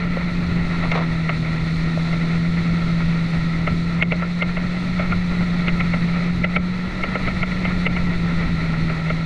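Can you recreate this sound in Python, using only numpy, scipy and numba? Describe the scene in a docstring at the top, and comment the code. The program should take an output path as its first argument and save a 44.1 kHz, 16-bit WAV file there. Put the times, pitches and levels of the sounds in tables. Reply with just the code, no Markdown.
"""Water scooter on a choppy lake.

A fast ride is heard from a small waterproof camera mounted on the craft. The exhaust drones at the
firing rate, the jet and wake rush through the resonances of the camera case, and wind buffets it.
The hull bounces on the chop, so the mount knocks and chirps; one sheet of spray spatters the case."""
import sys
import numpy as np
from scipy import signal
from scipy.fft import rfft, irfft, next_fast_len
from scipy.io import wavfile
from numba import njit

SR = 44100
rng = np.random.default_rng(int(sys.argv[2]) if len(sys.argv) > 2 else 0)


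def master_out(mix):
    """Clip the mix to full scale and print it as 16-bit PCM to the path in sys.argv[1]."""
    frames = np.transpose(np.atleast_2d(mix))
    ceiling = np.clip(frames, -1, 1)
    pcm = np.round(ceiling * 32767).astype(np.int16)
    wavfile.write(sys.argv[1], SR, pcm)


N = 407925
T = np.arange(N) / SR

# Engine speed: time_s, firing_hz
FIRING_RATE = [(0.0, 175.4), (0.05, 174.2), (0.2, 174.6), (0.62, 171.6), (1.29, 162.6), (1.39, 160.8),
               (2.6, 169.2), (3.5, 165.4), (4.87, 179), (6.05, 171.2), (7.09, 184.7), (7.63, 180.1),
               (7.91, 176.9), (8.68, 163.5), (9.02, 162.5), (9.25, 164.1)]
# Weak engine orders: multiple_of_firing_rate
WEAK_ORDERS = [.5, .75, 1.5, 1.75, 2, 3]
# Their strengths: relative_db
WEAK_LEVELS = [-24, -25, -21.5, -29.5, -25, -36]
# Effect of the outlet lying clear of the water: time_s, drone_lift_db, extra_weak_order_lift_db
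OUTLET_CLEARANCE = [(0, -0.5, -4), (1, 0, 6), (1.6, 0.5, 4), (2.1, 1.6, 2.5), (3, 1.9, -2), (3.8, -0.3, 3),
                    (4.3, -0.6, -1), (5.3, 1.3, -5), (6.2, 1.4, -2.5), (6.6, 1, -2.5), (7.1, -1.5, 1.5),
                    (7.7, 2.2, -5), (8.2, 0, -2.5), (9.25, -0.5, 3)]


def exhaust(gain_db=-21.5, silencer_hz=168.4, width_hz=35, jitter_rad=0.14, bob_db=0.6, flutter_db=0.77):
    """Periodic firing drives a tone, loudest at silencer resonance; unequal cylinders add weak orders."""
    (firing_hz,) = curves(FIRING_RATE)
    clear_db, weak_lift_db = curves(OUTLET_CLEARANCE)
    (gust_db,) = curves(GUST_LEVELS)
    resonance = 1 / (1 + (2 * (firing_hz - silencer_hz) / width_hz) ** 2)
    phase = 2 * np.pi * np.cumsum(firing_hz) / SR + jitter_rad * wander(40)
    weak = sum(undb(db) * np.sin(order * phase + rng.uniform(0, 2 * np.pi))
               for order, db in zip(WEAK_ORDERS, WEAK_LEVELS))
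    drone = unit(np.sin(phase) + undb(weak_lift_db) * weak)
    # Water washing over the outlet makes the level bob and flutter, more so in gusts.
    gustiness = undb(gust_db - gust_db.mean()) ** 0.36
    wash_db = (bob_db * hull_bobbing() + flutter_db * wander(30)) * gustiness
    return drone * resonance * undb(gain_db + clear_db + wash_db)


def hull_bobbing(chop_hz=7.8, scatter=0.22):
    """Forced oscillation: waves rock the hull at an uneven rate and depth (rms 1)."""
    rate_hz = chop_hz * (1 + scatter * wander(9))
    return unit(np.sin(2 * np.pi * np.cumsum(rate_hz) / SR) * undb(2 * wander(2.5)))


# Rush of the wake: time_s, churn_db, hiss_db
WAKE_LEVELS = [(0.0, -31, -46.5), (0.41, -33.5, -43.5), (0.82, -30.5, -42), (1.33, -34, -43),
               (1.69, -32, -41.5), (3.92, -33.5, -42.5), (4.23, -34.5, -44), (4.87, -32.5, -42.5),
               (6.02, -31.5, -42), (6.69, -34.5, -45), (7.25, -31, -41.5), (9.2, -33, -43.5)]
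# Spectra of churning water and of spray: frequency_hz, density_db
CHURN_SPECTRUM = [(100, -6.5), (230, 6.5), (320, 1.5), (420, 1.5), (800, -3), (1150, -4.5), (1600, -8.5),
                  (2100, -3), (3000, -15), (4500, -25.5), (9000, -57.5)]
HISS_SPECTRUM = [(1500, -20.5), (3000, 0), (4200, 3), (4900, -2), (5800, -9.5), (7000, -14), (9000, -16),
                 (10000, -20), (11000, -30), (12300, -30.5), (13500, -37.5), (15500, -40.5)]


def wake(churn_lift_db=1.0, churn_flicker_db=1.45, hiss_flicker_db=0.67, drop_spread_db=3.5):
    """Broadband excitation: turbulent water and countless drops ring the resonances of the case."""
    churn_db, hiss_db = curves(WAKE_LEVELS)
    churn = unit(through_case(rng.standard_normal(N), CHURN_SPECTRUM))
    drops = rng.standard_normal(N) * undb(drop_spread_db * rng.standard_normal(N))
    hiss = unit(through_case(drops, HISS_SPECTRUM))
    churn *= undb(churn_db + churn_lift_db + churn_flicker_db * wander(35))
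    hiss *= undb(hiss_db + hiss_flicker_db * wander(25))
    return churn + hiss


# Wind strength: time_s, relative_db
GUST_LEVELS = [(0, -30), (0.7, -26.5), (1.3, -31), (2.3, -30.5), (2.9, -29.5), (3.8, -29.5), (4.6, -31.5),
               (5.3, -27.5), (6.1, -28), (6.7, -30), (7.4, -29), (8.4, -25.5), (9.25, -29.5)]
# Large eddies: centre_s, lift_db
EDDIES = [(0.5, 0.5), (2.5, 5.5), (3.73, 7), (5.41, 4.5), (6.37, 6), (7.91, 4.5)]
# Wind rumble: frequency_hz, density_db
WIND_SPECTRUM = [(8, 6), (24, 7), (42, 0.5), (80, 1), (105, -2.5), (135, 2.5), (200, -4.5), (260, -7.5),
                 (400, -18), (1000, -66)]


def wind(gain_db=2.67, buffet_db=1.74, eddy_s=0.017):
    """Turbulent pressure at the microphone rumbles in quick buffets; a few large eddies boom."""
    (gust_db,) = curves(GUST_LEVELS)
    boom_db = sum(db * bell_curve(centre_s, eddy_s) for centre_s, db in EDDIES)
    rumble = unit(colour(rng.standard_normal(N), WIND_SPECTRUM))
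    return rumble * undb(gust_db + boom_db + gain_db + buffet_db * wander(22))


# Jolts of the mount: strike_s, relative_thud_db, relative_slip_db
JOLTS = [(0.919, -25, -26), (1.294, -21, -27), (2.131, -34.5, -33), (3.006, -28.5, -35.5),
         (3.675, -23, -27.5), (4.025, -22.5, -18), (4.122, -21.5, -24), (4.224, -25.5, -35),
         (4.424, -25, -22), (4.572, -27, -32), (4.768, -31, -36), (4.996, -23, -29), (5.124, -23, -31),
         (5.409, -30, -38), (5.683, -22.5, -23), (5.807, -27, -26.5), (5.939, -24.5, -28.5),
         (6.445, -21.5, -22), (6.564, -21.5, -21), (7.038, -23, -26), (7.156, -22.5, -30.5),
         (7.277, -22.5, -27.5), (7.432, -26, -26.5), (7.52, -32, -32), (7.653, -23.5, -25.5),
         (7.866, -22, -21), (7.967, -26.5, -28.5), (8.9, -27, -33), (9.103, -27, -28.5)]
# Spectra of the two parts of a knock: frequency_hz, density_db
THUD_SPECTRUM = [(100, -18.5), (330, -2.5), (600, 7.5), (900, -3), (1400, -0.5), (2100, -13), (2900, -16.5),
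                 (4200, -47), (9000, -61)]
CRACK_SPECTRUM = [(200, -25.5), (1000, -6.5), (2100, -1), (2800, 6), (3300, -5), (4000, -23), (5500, -35),
                  (9000, -58.5)]


def mount_knocks(thud_gain_db=29.0, crack_gain_db=35.5, crack_growth=1.328):
    """Impact: the mount hits its stop with a hollow thud and a crack that grows nonlinearly with slip."""
    _, thud_db, slip_db = np.transpose(JOLTS)
    thud = impact_force(thud_db + thud_gain_db,
                        bounce_db=-2.5, bounce_s=0.00494, rattle_db=-21.5, rattle_s=0.013)
    crack = impact_force(crack_growth * slip_db + crack_gain_db,
                         bounce_db=-7.5, bounce_s=0.007, rattle_db=-26, rattle_s=0.005)
    return through_case(thud, THUD_SPECTRUM) + through_case(crack, CRACK_SPECTRUM)


def impact_force(levels_db, bounce_db, bounce_s, rattle_db, rattle_s, contact_s=0.0027):
    """Contact force: the parts scrape together, strike, rebound once and rattle out."""
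    force = np.zeros(N + SR)
    lead = SR // 50
    t = np.arange(-lead, SR // 16) / SR
    for (strike_s, *_), db in zip(JOLTS, levels_db):
        blow = undb(rattle_db) * rng.standard_normal(len(t)) * cusp(t, contact_s, rattle_s)
        blow[lead] += 1
        rebound = lead + int(bounce_s * (0.5 + rng.random()) * SR)
        blow[rebound] += undb(bounce_db)
        start = int(strike_s * SR) - lead
        force[start:start + len(t)] += undb(db) * blow
    return force[:N]


def mount_chirps(gain_db=4.0, pitch_hz=2140, wander_hz=95, rough_db=2, lead_s=0.0024):
    """Friction: the joint slips around each knock, and a rough squeak swells and dies."""
    swell = np.zeros(N + SR)
    t = np.arange(-SR // 20, SR // 20) / SR
    shape = cusp(t, rise_s=0.0067, fall_s=0.015)
    for strike_s, _, slip_db in JOLTS:
        start = int((strike_s - lead_s + t[0]) * SR)
        swell[start:start + len(t)] += undb(slip_db + gain_db) * shape
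    phase = 2 * np.pi * np.cumsum(pitch_hz + wander_hz * wander(400)) / SR
    squeak = unit(np.sin(phase) * undb(rough_db * wander(350)))
    return swell[:N] * squeak


# Small waves striking the hull: start_s, level_db, pitch_hz
WAVE_SLAPS = [(0.171, -18, 542), (1.975, -20, 630), (7.156, -16, 507), (8.9, -28, 451), (9.104, -24, 471)]
# Modes of the hull: multiple_of_pitch, relative_db, decay_s
HULL_MODES = [(1, 3.5, 0.0044), (1.2, -16, 0.0034), (1.62, -10, 0.0017)]


def hull_slaps():
    """Damped free vibration: each wave gives the hull a short, hollow ring."""
    out = np.zeros(N + SR)
    t = np.arange(SR // 12) / SR
    for start_s, level_db, pitch_hz in WAVE_SLAPS:
        ring = sum(undb(db) * np.sin(2 * np.pi * ratio * pitch_hz * t) * np.exp(-t / decay_s)
                   for ratio, db, decay_s in HULL_MODES)
        start = int(start_s * SR)
        out[start:start + len(t)] += undb(level_db) * ring
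    return out[:N]


# Bunches of drops: centre_s, patter_db, half_width_s, mist_db
SPRAY_BURSTS = [(0.747, -31, 0.0084, -50), (0.837, -26.5, 0.011, -53), (0.862, -31, .012, -51),
                (0.919, -25, 0.0039, -29), (0.958, -19.5, 0.014, -51), (0.982, -23, 0.013, -37),
                (1.023, -27, 0.015, -50)]
# Spectra of landing drops and of fine mist: frequency_hz, density_db
PATTER_SPECTRUM = [(150, -21), (450, 7), (800, 5), (1100, 5.5), (1400, -4), (2100, -2), (2900, -11),
                   (4200, -15), (9000, -55)]
MIST_SPECTRUM = [(1000, -15), (2200, 1), (3200, -1), (4300, -8), (5700, -12), (7000, -28), (10000, -43)]


def spray(drops_per_s=2500, spread_db=3):
    """Shot noise: drops land at random and patter on the case; a direct hit bursts into mist."""
    arrivals = rng.random(N) < drops_per_s / SR
    drops = arrivals * rng.standard_normal(N) * undb(spread_db * rng.standard_normal(N))
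    patter = unit(through_case(drops, PATTER_SPECTRUM))
    mist = unit(through_case(drops, MIST_SPECTRUM))
    return sum((undb(patter_db) * patter + undb(mist_db) * mist) * bell_curve(centre_s, half_width_s)
               for centre_s, patter_db, half_width_s, mist_db in SPRAY_BURSTS)


# Resonances of the camera case: centre_hz, width_hz, lift_db
CASE_MODES = [(247, 17, 3), (625, 79, 3.5), (1348, 194, 13), (1907, 330, 9.5), (2240, 284, 6),
              (2592, 355, 6), (3553, 360, 5.5), (3960, 310, 8), (4326, 230, 7.5), (5770, 330, 5),
              (6400, 500, 5), (7320, 500, 3)]


def through_case(x, spectrum):
    """Resonance: the case lifts the spectrum of a source at each of its modes."""
    return colour(x, spectrum, CASE_MODES)


def colour(x, spectrum, modes=()):
    """Minimum-phase filter: a smooth spectrum with a peak at each mode."""
    size = next_fast_len(N + 8192, True)
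    bin_hz = np.fft.rfftfreq(size, 1 / SR) + 1e-3
    hz, db = np.transpose(spectrum)
    gain_db = np.interp(np.log(bin_hz), np.log(hz), db)
    for centre_hz, width_hz, lift_db in modes:
        gain_db += lift_db * 2 ** -((2 * (bin_hz - centre_hz) / width_hz) ** 2)
    # Folding the cepstrum onto positive time makes the filter causal.
    cepstrum = irfft(np.log(undb(gain_db)), size)
    cepstrum[1:size // 2] *= 2
    cepstrum[size // 2 + 1:] = 0
    return irfft(rfft(x, size) * np.exp(rfft(cepstrum)), size)[:N]


def undb(db):
    """Decibels to amplitude ratio."""
    return 10 ** (np.asarray(db) / 20)


def unit(x):
    """Normalisation to rms 1."""
    return x / np.sqrt(np.mean(x ** 2))


def curves(table):
    """Linear interpolation of each column over time."""
    time_s, *columns = np.transpose(table)
    return [np.interp(T, time_s, column) for column in columns]


def wander(rate_hz):
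    """Random modulation: Gaussian values joined by lines, rms near 1."""
    steps = rng.standard_normal(4096)
    return np.interp(T * rate_hz, np.arange(len(steps)), steps) * np.sqrt(3 / 2)


def bell_curve(centre_s, half_width_s):
    """Gaussian envelope with a peak of 1."""
    return np.exp(-0.5 * ((T - centre_s) / half_width_s) ** 2)


def cusp(t, rise_s, fall_s):
    """Exponential growth up to t = 0, then exponential decay."""
    return np.exp(-np.maximum(-t / rise_s, t / fall_s))


def scene():
    """Superposition: engine, water, wind and mount add at one close microphone."""
    return (exhaust() + wake() + wind() + mount_knocks() + mount_chirps() + hull_slaps() + spray())[None]


@njit
def follow(x, attack_s, release_s):
    """Envelope detection: a rectified signal is smoothed with separate rise and fall times."""
    out, level = np.empty(len(x)), 0.
    for i in range(len(x)):
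        level += (x[i] - level) / (SR * (attack_s if x[i] > level else release_s))
        out[i] = level
    return out


def record(dry, split_hz=700, threshold_db=-20.5, strength=1.4, delay_s=0.008, cutoff_hz=15700):
    """Compression: the camera turns its upper band down just after loud peaks, then cuts the top."""
    low = signal.sosfiltfilt(signal.butter(2, split_hz, fs=SR, output="sos"), dry[0])
    high = dry[0] - low
    envelope = follow(np.abs(high), attack_s=0.003, release_s=0.075)
    delayed = np.interp(T - delay_s, T, envelope)
    gain = np.maximum(delayed / undb(threshold_db), 1) ** -strength
    lowpass = signal.ellip(8, 0.2, 70, cutoff_hz, fs=SR, output="sos")
    return signal.sosfilt(lowpass, low + gain * high)[None]


dry = scene()
out = record(dry)
master_out(out)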